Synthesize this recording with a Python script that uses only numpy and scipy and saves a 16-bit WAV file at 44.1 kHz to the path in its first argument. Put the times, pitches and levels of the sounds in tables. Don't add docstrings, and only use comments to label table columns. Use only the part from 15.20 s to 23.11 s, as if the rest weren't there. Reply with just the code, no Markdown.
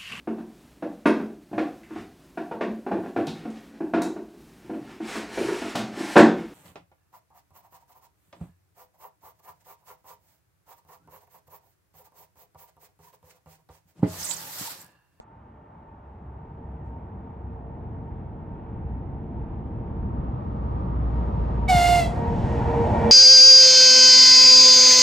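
import sys
import numpy as np
from scipy import signal
from scipy.io import wavfile
from scipy.ndimage import uniform_filter1d

SR = 44100
rng = np.random.default_rng(int(sys.argv[2]) if len(sys.argv) > 2 else 0)


def inscribe(sig):
    pcm = np.round(np.clip(np.atleast_2d(sig).T, -1, 1) * 32767)
    wavfile.write(sys.argv[1], SR, pcm.astype(np.int16))


def magnitude_from_level(level_db):
    exponent = np.asarray(level_db, float) / 20
    return 10 ** exponent


N = 348875
WIN = 2048
HOP = WIN // 4

# time in seconds, closeness (0 far, 1 halfway, 2 near).
CLOSENESS = [(0, 0.31), (4.2, 0.079), (5.4, 1.006), (6.4, 1.207), (7.0, 1.718), (7.91, 2.08)]
STAGES = (0, 1, 1.25, 1.8, 2.16)

# time in seconds, level in dB.
RUMBLE = [(0.0, -65), (0.08, -56.5), (0.62, -48.5), (0.85, -55), (1.05, -44.5), (1.45, -42.5),
          (2.45, -40.5), (2.85, -36.5), (3.25, -38), (4.05, -34), (5.25, -31), (6.25, -28.5), (7.0, -27.5),
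          (7.15, -24), (7.5, -24.5), (7.91, -25.5)]
RUMBLE_REF_DB = -40
# lowest Hz, highest Hz.
ZONES = [(80, 300), (500, 860), (1000, 1700), (4000, 8000)]
# share of the rumble's swell, town background in dB, dB at each stage.
ZONE_LEVELS = [(0.56, -70.5, -54, -55.5, -50, -46, -34), (0.26, -69, -63.5, -55, -52.5, -51.5, -39.5),
               (0.93, -99, -99, -91.5, -83.5, -76.5, -69.5)]
# Hz, then dB per Hz when far, halfway and near.
ROAR_COLOUR = [(29.8, -65.5, -59.5, -56), (85, -59, -52.5, -44.5), (320, -68.5, -64.5, -57.5),
               (494, -76, -68.5, -60), (874, -71.5, -72, -55.5), (1030, -83.5, -76.5, -64),
               (1215, -90, -75.5, -73.5), (1465, -93.5, -86.5, -72.5), (2300, -102, -96.5, -80),
               (3480, -115, -105, -91), (4520, -128, -112, -97), (7660, -142, -125, -103),
               (8260, -150, -136, -109), (16000, -160, -150, -130)]
# Hz, then dB when far, halfway and near.
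ROAR_WIDTH = [(70, -19, -24, -17), (250, -18.5, -15.5, -24), (520, -9, 0, -4), (1020, -3.5, 8, -11),
              (1400, 1, -2.5, -1), (2100, -14.5, -8, -22), (3600, -22, -18.5, -26),
              (7500, -6.5, -8.5, -20.5), (8500, 0.5, -3.5, 1.5), (11500, -11.5, -13.5, -4)]

# time in seconds, level in dB.
DRUM_LEVEL = [(0, -83.5), (.15, -61), (1.2, -44.5), (1.85, -43), (2.6, -42), (3.4, -43.5), (4.12, -36.5),
              (4.5, -41.5), (5.07, -31.5), (5.18, -44), (5.44, -29), (5.62, -33.5), (5.75, -25), (6.3, -26),
              (6.37, -20), (6.65, -31.5), (7.2, -30), (7.91, -42)]
# time in seconds, pitch in Hz, unsteadiness from 0 to 1.
DRUM_NOTE = [(0, 65.77, 0.7), (3.8, 62.9, 0.5), (4.3, 62, 0.02), (5.5, 61, 0.1), (6.5, 58.7, 0.03),
             (7.0, 58.1, 0.4), (7.91, 57.25, 1)]

# time in seconds, first partial in Hz, second partial in Hz.
GEAR_HZ = [(0, 450, 903.7), (2.5, 452, 919), (4.5, 455, 921), (5.6, 461, 934.3), (6.4, 467, 938.4),
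           (7.91, 464.9, 935)]
# time in seconds, level in dB.
GEAR_FIRST = [(0, -77), (.6, -68), (1.35, -55), (2.3, -53), (4.0, -51.5), (5.5, -51), (6.2, -49.5),
              (6.9, -44.5), (7.116, -33), (7.22, -50), (7.364, -30.5), (7.434, -38.5), (7.492, -28),
              (7.606, -25.5), (7.79, -39.5), (7.856, -25.5), (7.91, -22)]
# share of the rumble's swell, dB at each stage.
GEAR_UPPER = [(0.35, -57.5, -57.5, -51.5, -50.5, -38.5), (0.072, -78, -74, -64, -57.5, -46.5)]
# multiple of the first, dB over the fourth.
GEAR_OVERTONES = [(3, -8.5), (5, -1.5), (3.22, -8.5)]
# time in seconds, length in seconds, gain in dB.
FLARES = [(.15, 0.037, 9.5), (0.708, .07, 12), (1.17, .05, 9), (1.313, .04, 7), (1.76, .05, 7),
          (2.06, 0.057, 8.5), (2.33, .06, 5), (2.933, 0.095, 7), (3.34, .04, 5), (4.816, 0.044, 4.5),
          (5.71, 0.067, 4), (5.986, 0.044, 7), (6.45, .06, 6.5), (7.08, 0.073, 12), (7.588, .05, 8.5),
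          (7.77, 0.11, 7)]
# Hz, width in Hz, level in dB.
BODY_RINGS = [(221, 24, -36.5), (598.5, 28, -42), (866, 40, -42.5)]
# Hz, width in Hz, level in dB, time in seconds, length in seconds.
RAIL_RINGS = [(334.9, 22, -50, 4.43, 1.22), (212, 40, -44, 5.6, 1.6)]

# time in seconds, pitch in Hz, first partial in dB, air hiss in dB.
BLAST = [(6.479, 741, -41, -46), (6.498, 753, -18.5, -37), (6.522, 723, -16, -38.5),
         (6.59, 701.3, -19.5, -37.5), (6.7, 705, -18, -37), (6.795, 699, -20, -40),
         (6.812, 680, -28, -42.5), (6.84, 670.4, -35, -46.5), (6.94, 650, -49.5, -64.5)]
# dB over the hiss, growth in dB per second while held, change in dB once spent.
PIPE_PARTIALS = [(-0.5, 1, -18), (6.5, 5, -3), (-2.5, 21, -4), (-6.5, -11, 8.5)]
# multiple of the first, dB over the hiss.
PIPE_HIGH = [(6, -5.5), (7, -9.5), (8, -15), (9, -16), (10, -20)]
CHIFF_DB, CHIFF_S = 8, 0.0097
HELD_FROM_S, SPEAKS_TILL_S = 6.55, 6.835
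SILENT_S, FADE_S = 6.93, 0.035
# Hz, dB per Hz.
AIR_COLOUR = [(500, -76), (1000, -75.5), (1750, -76), (3150, -77), (4600, -72.5), (6000, -77), (8000, -76),
              (9500, -84.5), (11500, -82), (16000, -93)]
# Hz, side over mid in dB.
AIR_WIDTH = [(500, -6), (1000, 1), (1750, -34), (2500, -24), (3200, -11), (4600, -15), (8000, -5),
             (9500, -4), (11500, -8), (16000, 9)]
DULL_DB, DULL_S, DULL_HZ = -30, 0.067, (11000, 14500)
# delay in seconds, level in dB, left minus right in dB.
ECHOES = [(.075, -20, 2)]
TAIL_DB, TAIL_SIDE_DB, TAIL_T60_S = -16.5, -13.5, 1.7

# start in seconds, start Hz, end Hz, glide in seconds, decay in seconds, level in dB.
JOINT = (6.5455, 265, 66, .008, .022, -11)

# start in seconds, length in seconds,
# Hz, width in Hz, level in dB.
BURSTS = [(0., .045, 6900, 2400, -75), (0., .045, 4350, 600, -81), (0., .045, 3500, 600, -82),
          (1.519, .008, 9500, 5000, -88), (1.64, .09, 7200, 4500, -88)]
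# Hz, dB per Hz.
CIRCUIT_HISS = [(3000, -140), (4500, -134), (7900, -134), (8200, -138), (11700, -139), (11900, -132),
                (12300, -132), (12500, -146), (16000, -146)]
# Hz, in step, a quarter turn ahead.
PORTS = [(25, -.03, 0.23), (250, 0.033, 0.095), (520, 0.058, 0.13), (705, -.1, 0.31), (900, -0.018, 0.38),
         (1250, -.35, -.4), (1500, 0., -.3), (2100, -.09, 0.24), (3600, .01, .29), (7000, 0., .12),
         (8500, 0., .75), (11500, 0., 0.)]
# time in seconds, mono below this Hz.
WIND_GUARD = [(0, 440), (1.1, 340), (1.6, 190), (2.25, 87), (2.35, 0.91)]
LOW_HZ, GAP_HZ, TOP_HZ = 38, (12500, 14200), 15800


def curve(table, t=None):
    s, *columns = np.transpose(table)
    t = np.arange(N) / SR if t is None else t
    return [np.interp(t, s, c) for c in columns]


def shape(table, hz, column=1):
    table = np.transpose(table)
    return np.interp(np.log(np.maximum(hz, 1)), np.log(table[0]), table[column])


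def frames():
    return np.fft.rfftfreq(WIN, 1 / SR), np.arange(-(-N // HOP) + 1) * HOP / SR


def hats(place, count):
    place = np.clip(place, 0, count - 1)
    return np.maximum(0, 1 - np.abs(place[:, None] - np.arange(count)))


def unit(x):
    return x / np.sqrt(np.mean(np.abs(x) ** 2))


def wobble(width_hz):
    steps = np.arange(N) / SR * width_hz * 8
    chance = rng.standard_normal((2, int(steps[-1]) + 2))
    slow = uniform_filter1d(uniform_filter1d(chance, size=3), size=3)
    return unit(np.interp(steps, np.arange(slow.shape[1]), slow[0] + 1j * slow[1]))


def tone(hz, rough, width_hz):
    rough = np.clip(rough, 0, 1)
    carrier = np.exp(2j * np.pi * np.cumsum(hz) / SR)
    fading = np.sqrt(1 - rough) + np.sqrt(rough) * wobble(width_hz)
    return np.sqrt(2) * np.real(carrier * fading)


def coloured(db_per_hz):
    _, _, z = signal.stft(rng.standard_normal(N), SR, nperseg=WIN, noverlap=WIN - HOP)
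    z = z * magnitude_from_level(db_per_hz) * np.sqrt(SR / 2)
    return signal.istft(z, SR, nperseg=WIN, noverlap=WIN - HOP)[1][:N]


def stereo(mid, side):
    return np.array([mid + side, mid - side])


def staged(levels, t=None):
    return np.interp(curve(CLOSENESS, t)[0], STAGES, levels)


def swell(t=None):
    moments = frames()[1]
    slow_db = uniform_filter1d(curve(RUMBLE, moments)[0], size=43, mode="nearest")
    return curve(np.transpose([moments, slow_db]), t)[0] - RUMBLE_REF_DB


def roar():
    hz, t = frames()
    stage = hats(curve(CLOSENESS, t)[0], count=3).T
    colour = np.transpose([shape(ROAR_COLOUR, hz, column=k) for k in (1, 2, 3)]) @ stage
    width_db = np.transpose([shape(ROAR_WIDTH, hz, column=k) for k in (1, 2, 3)]) @ stage
    have = []
    for low, high in ZONES:
        power = magnitude_from_level(colour[(hz > low) & (hz < high)]) ** 2
        have.append(10 * np.log10(power.sum(axis=0) * hz[1]))
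    wanted = [curve(RUMBLE, t)[0]]
    for share, town_db, *levels in ZONE_LEVELS:
        train_db = share * swell(t) + staged(levels, t)
        wanted.append(20 * np.log10(np.hypot(magnitude_from_level(train_db), magnitude_from_level(town_db))))
    samples = np.minimum(t * SR, N - 1).astype(int)
    gusts = np.real([wobble(3.)[samples] for _ in ZONES])
    lift = np.array(wanted) - have + 1.1 * gusts
    place = shape([(np.sqrt(low * high), k) for k, (low, high) in enumerate(ZONES)], hz)
    colour = colour + hats(place, count=4) @ lift
    return stereo(coloured(colour), coloured(colour + width_db))


def drum():
    hz, rough = curve(DRUM_NOTE)
    return magnitude_from_level(curve(DRUM_LEVEL)[0]) * tone(hz, rough, 5.)


def gears():
    (hz, second_hz), close = curve(GEAR_HZ), curve(CLOSENESS)[0]
    first = curve(GEAR_FIRST)[0] + close
    second, fourth = [share * swell() + staged(levels) + close for share, *levels in GEAR_UPPER]
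    moments = frames()[1]
    flare = sum(db * np.exp(-((moments - at) / length) ** 2) for at, length, db in FLARES)
    second = second + curve(np.transpose([moments, flare]))[0]
    out = magnitude_from_level(first - 3.0) * tone(hz, .45 - 0.11 * close, 9.)
    out = out + magnitude_from_level(second - 3.5) * tone(second_hz, .72 - 0.28 * close, 16.)
    out = out + magnitude_from_level(fourth - 2.0) * tone(2 * second_hz, 0.51, 12.)
    near_db = 14 * (close - 2) + curve([(7.0, -4), (7.5, 0.5), (7.91, 7.5)])[0]
    for multiple, db in GEAR_OVERTONES:
        out = out + magnitude_from_level(fourth - 9 + db + near_db) * tone(multiple * hz, 0.23, 9.)
    for ring_hz, width_hz, db in BODY_RINGS:
        out = out + magnitude_from_level(db + near_db) * tone(np.full(N, ring_hz), 0.69, width_hz / 2)
    for ring_hz, width_hz, db, at, length in RAIL_RINGS:
        rise_and_fall = np.exp(-((np.arange(N) / SR - at) / length) ** 2)
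        out = out + magnitude_from_level(db) * rise_and_fall * tone(np.full(N, ring_hz), .9, width_hz / 2)
    return stereo(out, magnitude_from_level(-11.0) * np.roll(out, 40))


def whistle():
    hz, first, air_db = curve(BLAST)
    t = np.arange(N) / SR
    opens, closes = BLAST[0][0], BLAST[-1][0]
    chiff = CHIFF_DB * np.exp(-np.maximum(t - opens - .006, 0) / CHIFF_S)
    held = np.clip(t - HELD_FROM_S, -.1, .16)
    spent = np.clip((t - SPEAKS_TILL_S) / 0.012, 0, 1)
    partials = [first]
    for (db, growth, loss_db), bite in zip(PIPE_PARTIALS, (-.8, 0.96, -.4, 0.6)):
        partials.append(air_db + db + growth * held + loss_db * spent + chiff * bite)
    pipe = 0
    for k, db in enumerate(partials):
        rough = .006 + 0.034 * k + .8 * spent * (k == 0)
        pipe = pipe + magnitude_from_level(db) * tone((k + 1) * hz, rough, 30.)
        pipe = pipe + magnitude_from_level(db - 17.5 + 4.74 * k) * tone((k + 1) * hz, 0.96, 90.)
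    for multiple, db in PIPE_HIGH:
        pipe = pipe + magnitude_from_level(air_db + db) * tone(multiple * hz, 0.26, 40.)
    pipe = pipe + magnitude_from_level(partials[0] - 17.5) * tone(1.1 * hz, 0.33, 20.)
    valve = np.clip((t - opens) / 0.0097, 0, 1) * np.clip((closes + 0.12 - t) / 0.1, 0, 1)
    blown = valve * np.clip((SILENT_S - t) / FADE_S, 0, 1) * pipe
    return blown + valve * magnitude_from_level(air_db) * spent_air() + echoes(blown)


def spent_air():
    hz, moments = frames()
    air = shape(AIR_COLOUR, hz)
    treble = magnitude_from_level(air[(hz > 5000) & (hz < 12000)]) ** 2
    air = air - 10 * np.log10(treble.sum() * hz[1])
    dulling = np.clip((moments - SPEAKS_TILL_S) / DULL_S, 0, 1)
    air = air[:, None] + DULL_DB * np.outer(np.interp(hz, DULL_HZ, (0, 1)), dulling)
    return stereo(coloured(air), coloured(air + shape(AIR_WIDTH, hz)[:, None]))


def echoes(blown):
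    out = np.zeros((2, N))
    for delay, db, pan_db in ECHOES:
        sides = magnitude_from_level(db + np.array([pan_db, -pan_db]) / 2)
        out = out + np.outer(sides, np.roll(blown, int(delay * SR)))
    t = np.arange(SR) / SR
    fall = np.exp(-np.log(1000) * t / TAIL_T60_S) * np.minimum(t / 0.033, 1)
    tail = rng.standard_normal((2, SR)) * fall / np.sqrt(np.sum(fall ** 2))
    dull = signal.sosfilt(signal.butter(2, 1100, fs=SR, output="sos"), blown)
    levels = magnitude_from_level(np.array([[TAIL_DB], [TAIL_SIDE_DB]]))
    return out + stereo(*levels * signal.fftconvolve(dull[None], tail)[:, :N])


def knock():
    start, from_hz, to_hz, glide, decay, db = JOINT
    t = np.maximum(np.arange(N) / SR - start, 0)
    turns = to_hz * t + (from_hz - to_hz) * glide * (1 - np.exp(-t / glide))
    return -magnitude_from_level(db) * np.sin(2 * np.pi * turns) * np.exp(-t / decay) * np.minimum(t / 0.0044, 1)


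def rustle():
    t = np.arange(N) / SR
    hiss_db = shape(CIRCUIT_HISS, frames()[0])[:, None]
    out = stereo(coloured(hiss_db), coloured(hiss_db - 6.0))
    for start, length, hz, width_hz, db in BURSTS:
        stroke = np.sin(np.pi * np.clip((t - start) / length, 0, 1) ** 0.58)
        out = out + magnitude_from_level(db) * tone(np.full(N, hz), 1, width_hz / 2) * stroke
    return out


def scene():
    return roar() + drum() + gears() + whistle() + knock() + rustle()


def top_cut(x):
    return signal.sosfilt(signal.butter(12, 16990, fs=SR, output="sos"), x)


def record(dry):
    wide = np.pad(dry, ((0, 0), (WIN, WIN)), mode="reflect", reflect_type="odd")
    wide = signal.sosfilt(signal.butter(3, LOW_HZ, "high", fs=SR, output="sos"), wide)
    hz, t, (left, right) = signal.stft(wide, SR, nperseg=WIN, noverlap=WIN - HOP)
    mid = (left + right) / 2
    ports = shape(PORTS, hz) + 1j * shape(PORTS, hz, column=2)
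    side = (left - right) / 2 + mid * ports[:, None]
    side = side * (hz[:, None] > curve(WIND_GUARD, t - WIN / SR)[0])
    kept = ((hz < GAP_HZ[0]) | (hz > GAP_HZ[1])) & (hz < TOP_HZ)
    mix = signal.istft(stereo(mid, side) * kept[:, None], SR, nperseg=WIN, noverlap=WIN - HOP)[1]
    mix = mix[:, WIN:WIN + N]
    mix = mix * np.clip((N - np.arange(N)) / 60 + .7, 0, 1)
    return top_cut(mix)


dry = scene()
out = record(dry)
inscribe(out)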